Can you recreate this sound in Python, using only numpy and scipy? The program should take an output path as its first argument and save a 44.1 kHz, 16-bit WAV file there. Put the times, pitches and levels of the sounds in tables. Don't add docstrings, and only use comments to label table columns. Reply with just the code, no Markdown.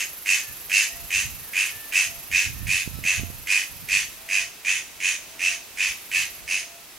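import sys
import numpy as np
from scipy import signal
from scipy.fft import rfft, irfft, next_fast_len
from scipy.io import wavfile

SR = 44100
rng = np.random.default_rng(int(sys.argv[2]) if len(sys.argv) > 2 else 0)


def unload_audio(sound):
    columns = np.transpose(np.atleast_2d(sound))
    steps = np.round(np.clip(columns, -1, 1) * 32767)
    wavfile.write(sys.argv[1], SR, steps.astype(np.int16))


N = 307818
TIME = np.arange(N) / SR


def undb(db):
    return 10 ** (np.asarray(db) / 20)


def unit(x):
    return x / np.sqrt(np.mean(x ** 2))


def past(t, moment):
    return np.maximum(t - moment, 0)


def phase_of(hz):
    return 2 * np.pi * np.cumsum(hz) / SR


def walk(rate, count=N):
    knots = rng.standard_normal(count // 4)
    return np.sqrt(3 / 2) * np.interp(np.arange(count) * rate / SR, np.arange(len(knots)), knots)


def over_bins(points, size):
    hz, value = np.transpose(points)
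    return np.interp(np.log(np.arange(size // 2 + 1) * SR / size + 1), np.log(hz + 1), value)


def colour(x, points):
    size = next_fast_len(x.shape[-1] + 2048)
    return irfft(rfft(x, size) * undb(over_bins(points, size)), size)[..., :x.shape[-1]]


def pan(x, left_db):
    return x * undb(np.array([[left_db], [-left_db]]) / 2)


# frequency in Hz, correlation between the two ports.
PORT_LIKENESS = [(50, 0.27), (600, 0.66), (2500, 0.45), (5000, 0.42), (8000, 0), (15000, 0.00039)]

def diffuse(count):
    size = next_fast_len(count)
    mid, side = rfft(rng.standard_normal((2, size)))
    alike = np.clip(over_bins(PORT_LIKENESS, size), -1, 1)
    mid, side = mid * np.sqrt(1 + alike), side * np.sqrt(1 - alike)
    return unit(irfft([mid + side, mid - side], size)[:, :count])


def scatter(x, t60, build_s):
    t = TIME[:SR]
    echoes = diffuse(SR) * 1000 ** (-t / t60) * (1 - np.exp(-t / build_s))
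    echoes /= np.sqrt(np.sum(echoes ** 2) / 2)
    return signal.fftconvolve(x[None], echoes, axes=1)[:, :N]


def breath(t, swell, held):
    rise_db_per_s, trail_db_per_s, stop_db_per_s = 345.5, 170, 820
    onset_db, drop_db, drop_s, trail_s = 14, 10, .0293, .074
    attack_db = -rise_db_per_s * past(swell, t) - onset_db * np.minimum(past(-.0035, t) / .002, 1)
    release_db = -drop_db * np.minimum(past(t, held) / drop_s, 1) - trail_db_per_s * past(t, held + drop_s)
    stop_db = -stop_db_per_s * past(t, held + trail_s)
    pressure_db = attack_db + release_db + stop_db
    whistle_db = pressure_db + .51 * attack_db
    lag_s, hang_s, sag_db_per_s, fall_db_per_s = .019, .041, 58, 190
    rasp_db = attack_db - 3.3 * np.minimum(past(swell + lag_s, t) / lag_s, 1) + .085 * stop_db
    rasp_db -= sag_db_per_s * past(t, swell + lag_s) + fall_db_per_s * past(t, held + hang_s)
    return pressure_db, whistle_db, rasp_db


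def note(t, swell, held, pitch_hz, puffs_per_s=95, arch=.15, roughness=.0312, climb_per_s=.448):
    count = len(t)
    pressure_db, whistle_db, rasp_db = breath(t, swell, held)
    cycle = puffs_per_s * (1 + .02 * rng.standard_normal()) * t + .055 * walk(70.5, count)
    opening = .5 + .5 * np.cos(2 * np.pi * cycle)
    sag = arch * (1 - opening) ** 2
    tension = 1 + .003 * np.maximum(pressure_db, -45) + climb_per_s * (t - held / 2)
    tension += .0138 * walk(100.3, count)
    phase = phase_of(pitch_hz * (tension - sag + roughness * walk(1500, count)))
    tone = np.sin(phase) + undb(-21.5) * np.sin(2 * phase) + undb(-9.5) * np.sin(3 * phase)
    puffs = (opening ** 2.3 + .2) * undb(1.1 * walk(110.4, count))
    whistle = unit(tone * puffs) * undb(whistle_db)
    since_snap = (cycle + .27) % 1
    flutter = unit(rng.standard_normal(count) * np.exp(-since_snap / .65))
    snap = flutter * undb(np.minimum(pressure_db + 10.5, 0))
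    air = rng.standard_normal(count) * (1 + .14 * (2 * opening - 1)) * undb(1.1 * walk(900, count))
    beak_eq = [(hz, 1.87 * rng.standard_normal()) for hz in range(3000, 13000, 500)]
    rasp = unit(colour(air, beak_eq)) * undb(rasp_db - 5)
    return np.array([whistle, rasp, snap])


# centre in Hz, width in Hz, boost in dB.
BOUGH_PEAKS = [(1654, 16, 6.5), (1850, 38, 3.5), (1913, 62, 7), (2130, 105, 7), (2344, 50, 3.5),
               (2626, 35, 3), (3016, 38, 4.5), (3750, 130, 3), (4090, 25, 0.5), (5030, 39, 5.5),
               (5940, 57, 5.5), (6350, 190, 3.5)]

def boughs(x):
    size = next_fast_len(N + SR)
    hz = np.arange(size // 2 + 1) * SR / size
    gain = 1 + sum((undb(db) - 1) / (1 + 2j * (hz - centre) / width) for centre, width, db in BOUGH_PEAKS)
    return irfft(rfft(x, size) * gain, size)[..., :N]


# frequency in Hz, gain in dB.
WHISTLE_EQ = [(900, -35), (1400, -8), (1700, 14.5), (2200, -1), (2600, 1.5), (3000, -5), (3600, -11),
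              (5200, -2), (8000, -7.5), (12000, -35)]
RASP_EQ = [(500, -36), (1000, -4.5), (1350, -7), (1700, 1.5), (2100, 2.5), (2900, 10), (3500, 3),
           (4300, 2.5), (5300, 6.5), (5750, 4.5), (6400, 11), (7200, 4), (10500, 1), (14500, -24)]
SNAP_EQ = [(1000, -26), (1400, -10.5), (1700, 0.5), (2100, 3), (2650, 6.5), (3050, 0), (3600, -15),
           (6000, -10.5), (10000, -10.5), (14000, -34)]
# first puff in seconds, end of the swell and end of the hold in seconds
# after it, crest pitch in Hz, relative level in dB.
SCOLD_NOTES = [(-.098, .03, 0.072, 2665, -18.5), (0.2624, 0.0299, .075, 2616, -18.5),
               (0.6999, 0.045, 0.098, 2631, -16.5), (1.1074, .03, 0.077, 2635, -20),
               (1.5366, 0.0362, 0.092, 2583, -21), (1.9268, 0.033, 0.067, 2593, -18),
               (2.3183, .032, 0.084, 2568, -18.5), (2.673, .034, 0.087, 2533, -20),
               (3.0425, .028, 0.08, 2593, -20.5), (3.4735, .033, 0.09, 2545, -19.5),
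               (3.8893, .029, 0.078, 2576, -20), (4.2915, .034, 0.088, 2570, -20.5),
               (4.6519, .025, .077, 2562, -21), (5.0046, 0.041, 0.084, 2534, -21.5),
               (5.3967, .036, 0.092, 2591, -21), (5.7756, .032, 0.079, 2545, -21.5),
               (6.118, .029, 0.069, 2593, -21), (6.48, .028, 0.076, 2604, -23.5)]

def scolding_bird():
    layers = np.zeros((3, N))
    for start, swell, held, pitch_hz, db in SCOLD_NOTES:
        span = (TIME > start - .016) & (TIME < start + .22)
        layers[:, span] += undb(db) * note(TIME[span] - start, swell, held, pitch_hz)
    whistle, air, snap = layers
    voice = boughs(undb(-3) * colour(whistle, WHISTLE_EQ) + undb(-7) * colour(snap, SNAP_EQ))
    rasp = boughs(undb(.58) * colour(air, RASP_EQ))
    leaves = scatter(undb(-.5) * voice + rasp, t60=.19, build_s=.0037)
    wood = scatter(voice + undb(3.5) * rasp, t60=.99, build_s=.017)
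    halo = undb(-5) * rasp + undb(-6) * leaves + undb(-21) * wood
    return pan(voice, left_db=-3.5) + pan(halo, left_db=-.9)


# frequency in Hz, gain in dB.
WING_EQ = [(9000, -22), (10500, -12.5), (11200, -5), (11650, -5), (12300, -7.5), (13200, -9), (14500, -13),
           (16000, -19.5)]
# time in seconds, level in dB.
CRICKET_LEVELS = [(0, -39), (1.8, -39.5), (3, -42), (4, -42), (4.5, -53.5), (5.65, -55), (5.9, -45),
                  (6.38, -42), (6.45, -56)]

def cricket(strokes_per_s=23, depth=.32):
    strokes = 1 + depth * np.sin(phase_of(strokes_per_s * (1 + .07 * walk(9.3))))
    ring = unit(scatter(rng.standard_normal(N), t60=.03, build_s=.001))
    sizzle = unit(colour(.5 * ring + diffuse(N), WING_EQ))
    level_db = np.interp(TIME, *np.transpose(CRICKET_LEVELS))
    return pan(unit(sizzle * strokes) * undb(level_db), left_db=-2.5)


# frequency in Hz, gain in dB.
HUSH_EQ = [(18, -46), (30, -1.5), (105, -11.5), (182, -8.5), (341, -7), (546, -9), (656, -7.5), (897, -8.5),
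           (1680, -9), (1820, -8.5), (2490, -6.5), (3490, -9), (4190, -9), (10700, -11), (15500, -12.5)]

def woodland(level_db=-43.5):
    hush = unit(colour(diffuse(N), HUSH_EQ))
    return pan(hush * undb(level_db + .5 * walk(3.4)), left_db=-.9)


# frequency in Hz, gain in dB.
RUMBLE_EQ = [(10, -26), (32, -1.5), (75, 3), (140, -3), (220, -11), (300, -16.5), (420, -37), (700, -46),
             (1500, -60)]
# start in seconds, hold in seconds, right level in dB, left against right in dB.
GUST_CUES = [(.5, 0.027, -44, -12), (.96, 0.073, -42.5, -6), (1.158, .25, -40.5, -4.5),
             (1.718, .05, -48.5, -14), (2.08, .12, -46.5, -15), (2.319, 0.027, -36, -24),
             (2.473, .25, -31, -12), (2.871, .17, -33.5, -17), (3.195, 0.035, -29.5, -21),
             (3.302, .1, -38.5, -10), (3.712, 0.36, -42.5, -14), (4.408, .06, -49.5, -11),
             (4.71, .04, -49, -16), (5.85, .06, -46, -7), (6.187, 0.048, -44, -13),
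             (6.39, 0.028, -48.5, -12)]

def wind(breeze_db=-62.5, lee_db=-7, flutter_db=2.5, rise_db_per_s=400, fall_db_per_s=202):
    power = undb(breeze_db + np.array([[lee_db], [0]]) + 4 * walk(6)) ** 2
    for start, hold, db, left_db in GUST_CUES:
        shape_db = -rise_db_per_s * past(start, TIME) - fall_db_per_s * past(TIME, start + hold)
        power += (undb(db + np.maximum(shape_db, -80)) * undb([[left_db], [0]])) ** 2
    turbulence = [rng.standard_normal(N) * undb(flutter_db * walk(35)) for port in range(2)]
    return np.sqrt(power) * [unit(colour(noise, RUMBLE_EQ)) for noise in turbulence]


# start and length in seconds, first, middle and last pitch in Hz, level in dB.
WHISTLE_CUES = [(0.363, 0.18, 1830, 1760, 1743, -45.5), (.87, 0.12, 1760, 1870, 2050, -46),
                (1.39, 0.22, 1950, 1700, 1510, -53), (1.679, 0.25, 1690, 1774, 1727, -44),
                (2.53, 0.16, 1800, 1810, 1750, -52)]

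def whistling_bird():
    out = np.zeros(N)
    for start, length, first_hz, middle_hz, last_hz, db in WHISTLE_CUES:
        span = (TIME > start) & (TIME < start + length)
        progress = (TIME[span] - start) / length
        glide = np.polyfit([0, .5, 1], [first_hz, middle_hz, last_hz], 2)
        out[span] += undb(db) * np.sin(np.pi * progress) * np.sin(phase_of(np.polyval(glide, progress)))
    return out


COO_STARTS = [.615, 1.752, 2.855, 4.023, 5.147, 6.35]
# share of its length, pitch in Hz, relative level in dB.
COO_SHAPE = [(0, 605, -20), (.25, 638, -7), (.5, 664, -2), (.68, 682, 0), (.9, 681, -1), (1, 690, -14)]

def cooing_bird(length_s=.48, level_db=-53):
    out = np.zeros(N)
    share, shape_hz, shape_db = np.transpose(COO_SHAPE)
    for start in COO_STARTS:
        span = (TIME > start) & (TIME < start + length_s)
        progress = (TIME[span] - start) / length_s
        hz = np.interp(progress, share, shape_hz) * (1 + .002 * walk(40.4, len(progress)))
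        out[span] += undb(level_db + np.interp(progress, share, shape_db)) * np.sin(phase_of(hz))
    return out


# time in seconds, swing rate in Hz, left level in dB, right level in dB.
BUFFET_CUES = [(2.691, 90, -30, -45), (2.877, 149, -52, -20.5), (2.989, 194, -55, -27),
               (3.052, 166, -55, -30), (3.198, 123, -52, -24), (3.235, 141, -50, -21),
               (3.303, 190, -55, -29)]

def buffets():
    out = np.zeros((2, N))
    for when, hz, left_db, right_db in BUFFET_CUES:
        span = abs(TIME - when) < .03
        turns = (TIME[span] - when) * hz
        swing = 2 * np.tanh(10 * turns) * np.exp(-abs(turns) / .27)
        out[:, span] += undb([[left_db], [right_db]]) * swing
    return out


# harmonic number, level in dB.
PEEP_PARTIALS = [(1, -55), (3, -53), (4, -53)]

def peep(start_s=2.912, length_s=.12, pitch_hz=1322, sag_hz_per_s=220):
    t = np.clip(TIME - start_s, 0, length_s)
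    phase = phase_of(pitch_hz - sag_hz_per_s * t)
    return np.sin(np.pi * t / length_s) * sum(undb(db) * np.sin(k * phase) for k, db in PEEP_PARTIALS)


def scene():
    mix = scolding_bird() + cricket() + woodland() + wind() + buffets()
    far_birds = whistling_bird() + cooing_bird() + peep()
    return mix + far_birds + undb(-8) * scatter(far_birds, t60=.5, build_s=.01)


def record(dry):
    return signal.sosfilt(signal.ellip(12, .2, 80, 15800, fs=SR, output="sos"), dry)


dry = scene()
out = record(dry)
unload_audio(out)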